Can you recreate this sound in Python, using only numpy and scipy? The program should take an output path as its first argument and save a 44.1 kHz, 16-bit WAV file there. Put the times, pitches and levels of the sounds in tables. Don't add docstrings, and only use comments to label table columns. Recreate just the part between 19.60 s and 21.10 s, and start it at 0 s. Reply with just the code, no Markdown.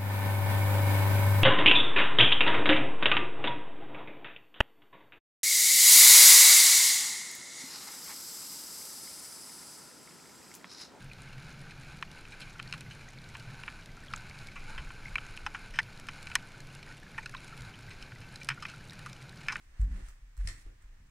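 import sys
import numpy as np
from scipy import signal
from scipy.fft import rfft, irfft
from scipy.io import wavfile

SR = 44100
rng = np.random.default_rng(int(sys.argv[2]) if len(sys.argv) > 2 else 0)


def to_wav(sig):
    pcm = np.clip(np.atleast_2d(sig), -1, 1) * 32767
    pcm = np.round(pcm).astype(np.int16)
    wavfile.write(sys.argv[1], SR, pcm.T)


N = 66150
T = np.arange(N) / SR

# start_s, peak_db, pitch_hz, swell_s
FLIGHT_SWINGS = [(0.1931, -20.5, 49, 0.03), (.775, -27, 44.6, 0.036), (0.307, -26, 48.1, 0.013),
                 (0.341, -34, 30.3, 0.023), (0.422, -34.5, 39.9, 0.016), (0.481, -38.5, 31.6, 0.011),
                 (.617, -44.5, 40.9, 0.028), (0.854, -36.5, 29.63, 0.035), (1.052, -36.5, 32.2, 0.019),
                 (1.231, -44, 40.5, 0.022)]
# start_s, level_db, corner_hz
CONTACTS = [(0.195, -24, 124), (0.2295, -31, 126), (0.289, -44, 175), (0.354, -46, 200), (.847, -28, 127),
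            (0.888, -48, 102), (1.062, -26.5, 55.5), (1.4, -48.5, 171)]
# pitch_hz, level_db, t60_s
BOARD_MODES = [(93.65, -5, 0.34), (124, -7, 0.096), (153.2, -6.5, 0.22), (186.6, -6, 0.25),
               (217, -14.5, 0.13), (256.4, -11.5, .25), (321, -19, 0.36), (407, -31.5, 0.038)]
# start_s, level_db, rise_s, hold_s, t60_s
WEIGHT_ROLLS = [(.215, -51.5, 0.013, 0.16, 0.13), (.78, -64, 0.069, 0.11, 0.16),
                (1.39, -67, 0.0067, 0.06, .3)]
# start_s, level_db, rise_s, t60_s, pan_db
JOINT_JERKS = [(.8726, -34, 0.0017, 0.01, -1), (.8752, -40.5, 0.002, 0.015, 3),
               (.8845, -41.5, 0.0031, 0.024, 8)]
# freq_hz, gain_db
CRACK_SPECTRUM = [(200, -42), (550, -4), (850, -17.5), (1150, -3.5), (1550, -2), (1950, 6), (2500, -2.5),
                  (3000, -2), (3800, -7.5), (4500, 1), (5400, 3.5), (6400, -10), (7600, -1), (10000, -4),
                  (12000, -21), (15000, -59)]
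# start_s, level_db, rise_s, hold_s, t60_s
SCUFFS = [(.075, -79.5, 0.0059, 0.0053, 0.14), (.335, -61.5, 0.048, 0.023, 0.14),
          (.878, -66, .015, 0.01, 0.36), (1.061, -60.5, 0.0037, 0.003, 0.065),
          (1.075, -70.5, 0.014, 0.037, 0.08)]
# freq_hz, gain_db
SCUFF_SPECTRUM = [(100, -17), (220, -4.5), (320, 6), (480, -4), (620, -4), (850, -25), (2000, -34)]
# start_s, level_db, rise_s, hold_s, t60_s, tilt_db_per_octave
CLOTH_SWEEPS = [(.0, -75, 0.0041, 0.088, 0.31, 0.5), (0.073, -67, 0.14, 0.02, 1, -2.5),
                (0.261, -63.5, 0.1, 0.056, .3, -2), (0.394, -65.5, 0.051, 0.042, 0.43, 0),
                (0.778, -65, 0.014, 0.015, 0.6, -1.5), (0.824, -59, 0.063, 0.0078, 0.45, 1),
                (0.919, -66.5, 0.065, 0.037, 0.15, 2), (1.033, -72, 0.015, 0.028, 0.47, -3),
                (1.187, -79.5, 0.014, 0.2, 0.22, -3.5)]
# freq_hz, gain_db
CLOTH_SPECTRUM = [(300, -5.5), (700, -3.5), (1200, -2), (1800, 6), (2300, 0), (2800, -2), (3500, -5.5),
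                  (5500, -6), (8300, -5.5), (9600, -6.5), (11000, -18), (15000, -20.5)]
# freq_hz, pan_db
CLOTH_PAN = [(400, -0.5), (1200, -5.5), (2200, -4.5), (4000, 2), (8000, -2)]
# start_s, level_db, rise_s, t60_s, pan_db
TICKS = [(.198, -71, 0.005, 0.21, -21), (.213, -56.5, 0.003, 0.018, 7), (.476, -67, 0.018, 0.046, -18),
         (.4853, -52.5, 0.00052, .013, 11), (.766, -60, .003, 0.017, -6),
         (.7752, -53.5, 0.00092, 0.021, -3), (.799, -71, 0.0044, .015, 0), (1.214, -66, 0.011, 0.023, -1),
         (1.464, -76.5, 0.0073, 0.039, 15)]
# freq_hz, gain_db
TICK_SPECTRUM = [(300, -13.5), (700, -4.5), (1400, 7.5), (3200, -7.5), (6000, -2), (8200, 5),
                 (11500, -11.5), (15000, -7.5)]
# freq_hz, t60_s
STAIRWELL_T60 = [(200, 0.33), (1000, 0.4), (2000, 0.39), (5000, 0.29), (8000, 0.31), (14000, 0.21)]
# freq_hz, pan_db
STAIRWELL_PAN = [(400, -12), (1500, -9.5), (2500, -8), (4400, -1), (8000, -1)]
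# freq_hz, gain_db
HISS_SPECTRUM = [(60, 12.5), (110, 10.5), (170, 0), (290, -1.5), (420, -8.5), (650, -8.5), (1000, -6),
                 (1400, -6.5), (1850, -2), (2400, -6.5), (3300, -11), (4400, -13.5), (5600, -12.5),
                 (8000, -14.5), (11000, -23.5), (15500, -22)]
# freq_hz, pan_db
HOUSE_PAN = [(400, 0), (1500, -2.5), (4000, 1), (8000, 1)]
# freq_hz, gain_db
RUMBLE_SPECTRUM = [(12, -28), (28, -5.5), (48, -17), (62, -20), (80, -40), (130, -32.5), (250, -104)]
# freq_hz, correlation
COHERENCE = [(60, .999), (130, 0.91), (290, 0.35), (640, -0.25), (1400, 0.13), (3000, -0.14), (7000, -0.03)]

SLIPS_PER_S = 900


def flight_boom(roundness=1.51):
    out = 0
    for start_s, peak_db, pitch_hz, swell_s in FLIGHT_SWINGS:
        age_s = np.maximum(T - start_s, 0)
        envelope = (age_s / swell_s * np.exp(1 - age_s / swell_s)) ** roundness
        out = out - from_db(peak_db) * envelope * np.sin(2 * np.pi * pitch_hz * age_s)
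    return out


def board_grumble(slip_corner_hz=305, side_db=-19):
    out, load = 0, swells(WEIGHT_ROLLS)
    force = sum(from_db(db) * foot_force(start_s, corner_hz) for start_s, db, corner_hz in CONTACTS)
    for pitch_hz, level_db, t60_s in BOARD_MODES:
        noise_gain = np.sqrt(t60_s * SR / np.log(1000) / 4)
        slips = ring(grains(SLIPS_PER_S, size_db=3) * load, pitch_hz, t60_s) / noise_gain
        mid, side = slips / np.hypot(1, pitch_hz / slip_corner_hz)
        width = from_db(side_db) * min(pitch_hz / BOARD_MODES[3][0], 2) ** 2
        thud = ring(force, pitch_hz, t60_s)
        out = out + from_db(level_db) * (mid + width * side * [[1], [-1]] - thud)
    return out


def foot_force(start_s, corner_hz):
    age = np.maximum(T - start_s, 0) * 2 * np.pi * corner_hz
    force = age ** 3 * np.exp(-age)
    return force / force.sum()


def joint_crack(reverb_db=-1.5):
    direct = colour(bursts(JOINT_JERKS), CRACK_SPECTRUM)
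    return direct + from_db(reverb_db) * stairwell(direct)


def sole_scuffs():
    friction = spread(grains(SLIPS_PER_S, size_db=2), HOUSE_PAN)
    return colour(friction * swells(SCUFFS), SCUFF_SPECTRUM)


def cloth_rustle(grains_per_s=3300, pivot_hz=3000, flutter_db=1, flutter_hz=35.5):
    friction = spread(grains(grains_per_s, size_db=2), CLOTH_PAN)
    spectrum = rfft(colour(friction, CLOTH_SPECTRUM))
    octaves = np.log2(np.maximum(np.fft.rfftfreq(N, 1 / SR), 500) / pivot_hz)
    rustle = 0
    for *shape, tilt_db_per_octave in CLOTH_SWEEPS:
        tilted = irfft(spectrum * from_db(tilt_db_per_octave * octaves), N)
        rustle = rustle + np.roll(tilted, rng.integers(N), axis=1) * swells([shape])
    return rustle * from_db(flutter_db * flutter(flutter_hz))


def cloth_ticks(reverb_db=-6):
    direct = colour(bursts(TICKS), TICK_SPECTRUM)
    return direct + from_db(reverb_db) * stairwell(direct)


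def stairwell(x, build_s=0.022, early_db=8, early_t60_s=0.076):
    noise = spread(rng.standard_normal((2, N)), STAIRWELL_PAN)
    early = from_db(early_db) * decay(0, early_t60_s)
    edges_hz = np.geomspace(150, 16000, 9)
    response = 0
    for low_hz, high_hz in zip(edges_hz, edges_hz[1:]):
        band = signal.sosfilt(signal.butter(2, [low_hz, high_hz], "band", fs=SR, output="sos"), noise)
        late = decay(0, at_hz(STAIRWELL_T60, np.sqrt(low_hz * high_hz)))
        response = response + band * (late + early)
    response = rms_one(response * np.minimum(T / build_s, 1)) / np.sqrt(N)
    return signal.fftconvolve(x, response, axes=1)[:, :N]


def house_background(hiss_db=-66, rumble_db=-55):
    hiss = colour(spread(rng.standard_normal((2, N)), HOUSE_PAN), HISS_SPECTRUM)
    rumble_gain = from_db(at_hz(RUMBLE_SPECTRUM, np.fft.rfftfreq(N, 1 / SR)))
    rumble = irfft(rfft(rng.standard_normal(N)) * rumble_gain, N)
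    return from_db(hiss_db) * rms_one(hiss) + from_db(rumble_db) * rms_one(rumble)


def ring(x, pitch_hz, t60_s):
    radius, angle = from_db(-60 / (t60_s * SR)), 2 * np.pi * pitch_hz / SR
    return signal.lfilter([0, np.sin(angle)], [1, -2 * radius * np.cos(angle), radius ** 2], x + 1e-18)


def grains(per_s, size_db):
    clicks = (rng.random((2, N)) < per_s / SR) * rng.choice([-1, 1], (2, N))
    sizes = from_db(size_db * np.minimum(rng.exponential(1, (2, N)), 4))
    return rms_one(clicks * sizes)


def bursts(rows):
    envelope = sum(swells([(start_s, level_db, rise_s, 0, t60_s)]) * pan(pan_db)
                   for start_s, level_db, rise_s, t60_s, pan_db in rows)
    return rng.choice([-1, 1], (2, N)) * envelope


def swells(rows):
    power = 0
    for start_s, level_db, rise_s, hold_s, t60_s in rows:
        release_s = start_s + rise_s + hold_s
        rise = np.clip((T - start_s) / rise_s, 0, 1)
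        release = np.maximum(T < release_s, decay(release_s, t60_s))
        power = power + (from_db(level_db) * rise * release) ** 2
    return np.sqrt(power)


def decay(start_s, t60_s):
    return (T >= start_s) * np.exp(-np.log(1000) * np.maximum(T - start_s, 0) / t60_s)


def flutter(corner_hz):
    rolloff = 1 + (np.fft.rfftfreq(N, 1 / SR) / corner_hz) ** 2
    return rms_one(irfft(rfft(rng.standard_normal(N)) / rolloff, N))


def colour(x, spectrum):
    size = 2 * N
    gain = rms_one(from_db(at_hz(spectrum, np.fft.rfftfreq(size, 1 / SR))))
    cepstrum = irfft(np.log(gain))
    cepstrum[1:N] *= 2
    cepstrum[N + 1:] = 0
    return irfft(rfft(x, size) * np.exp(rfft(cepstrum)))[..., :N]


def spread(pair, pans):
    freq_hz = np.fft.rfftfreq(N, 1 / SR)
    correlation = np.clip(at_hz(COHERENCE, freq_hz), -1, 1)
    mid, side = rfft(pair)
    stereo = np.sqrt(1 + correlation) * mid + np.sqrt(1 - correlation) * side * [[1], [-1]]
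    return irfft(stereo * pan(at_hz(pans, freq_hz)), N)


def pan(pan_db):
    return from_db(np.array([[.5], [-.5]]) * pan_db)


def at_hz(table, freq_hz):
    knots_hz, values = np.transpose(table)
    return np.interp(np.log(freq_hz + 1), np.log(knots_hz), values)


def from_db(db):
    return 10 ** (np.asarray(db) / 20)


def rms_one(x):
    return x / np.sqrt(np.mean(x ** 2) + 1e-30)


def scene():
    steps = flight_boom() + board_grumble() + sole_scuffs()
    return steps + joint_crack() + cloth_rustle() + cloth_ticks() + house_background()


def record(dry):
    cutoff_hz = 15700
    return signal.sosfilt(signal.ellip(10, .1, 80, cutoff_hz, fs=SR, output="sos"), dry)


dry = scene()
out = record(dry)
to_wav(out)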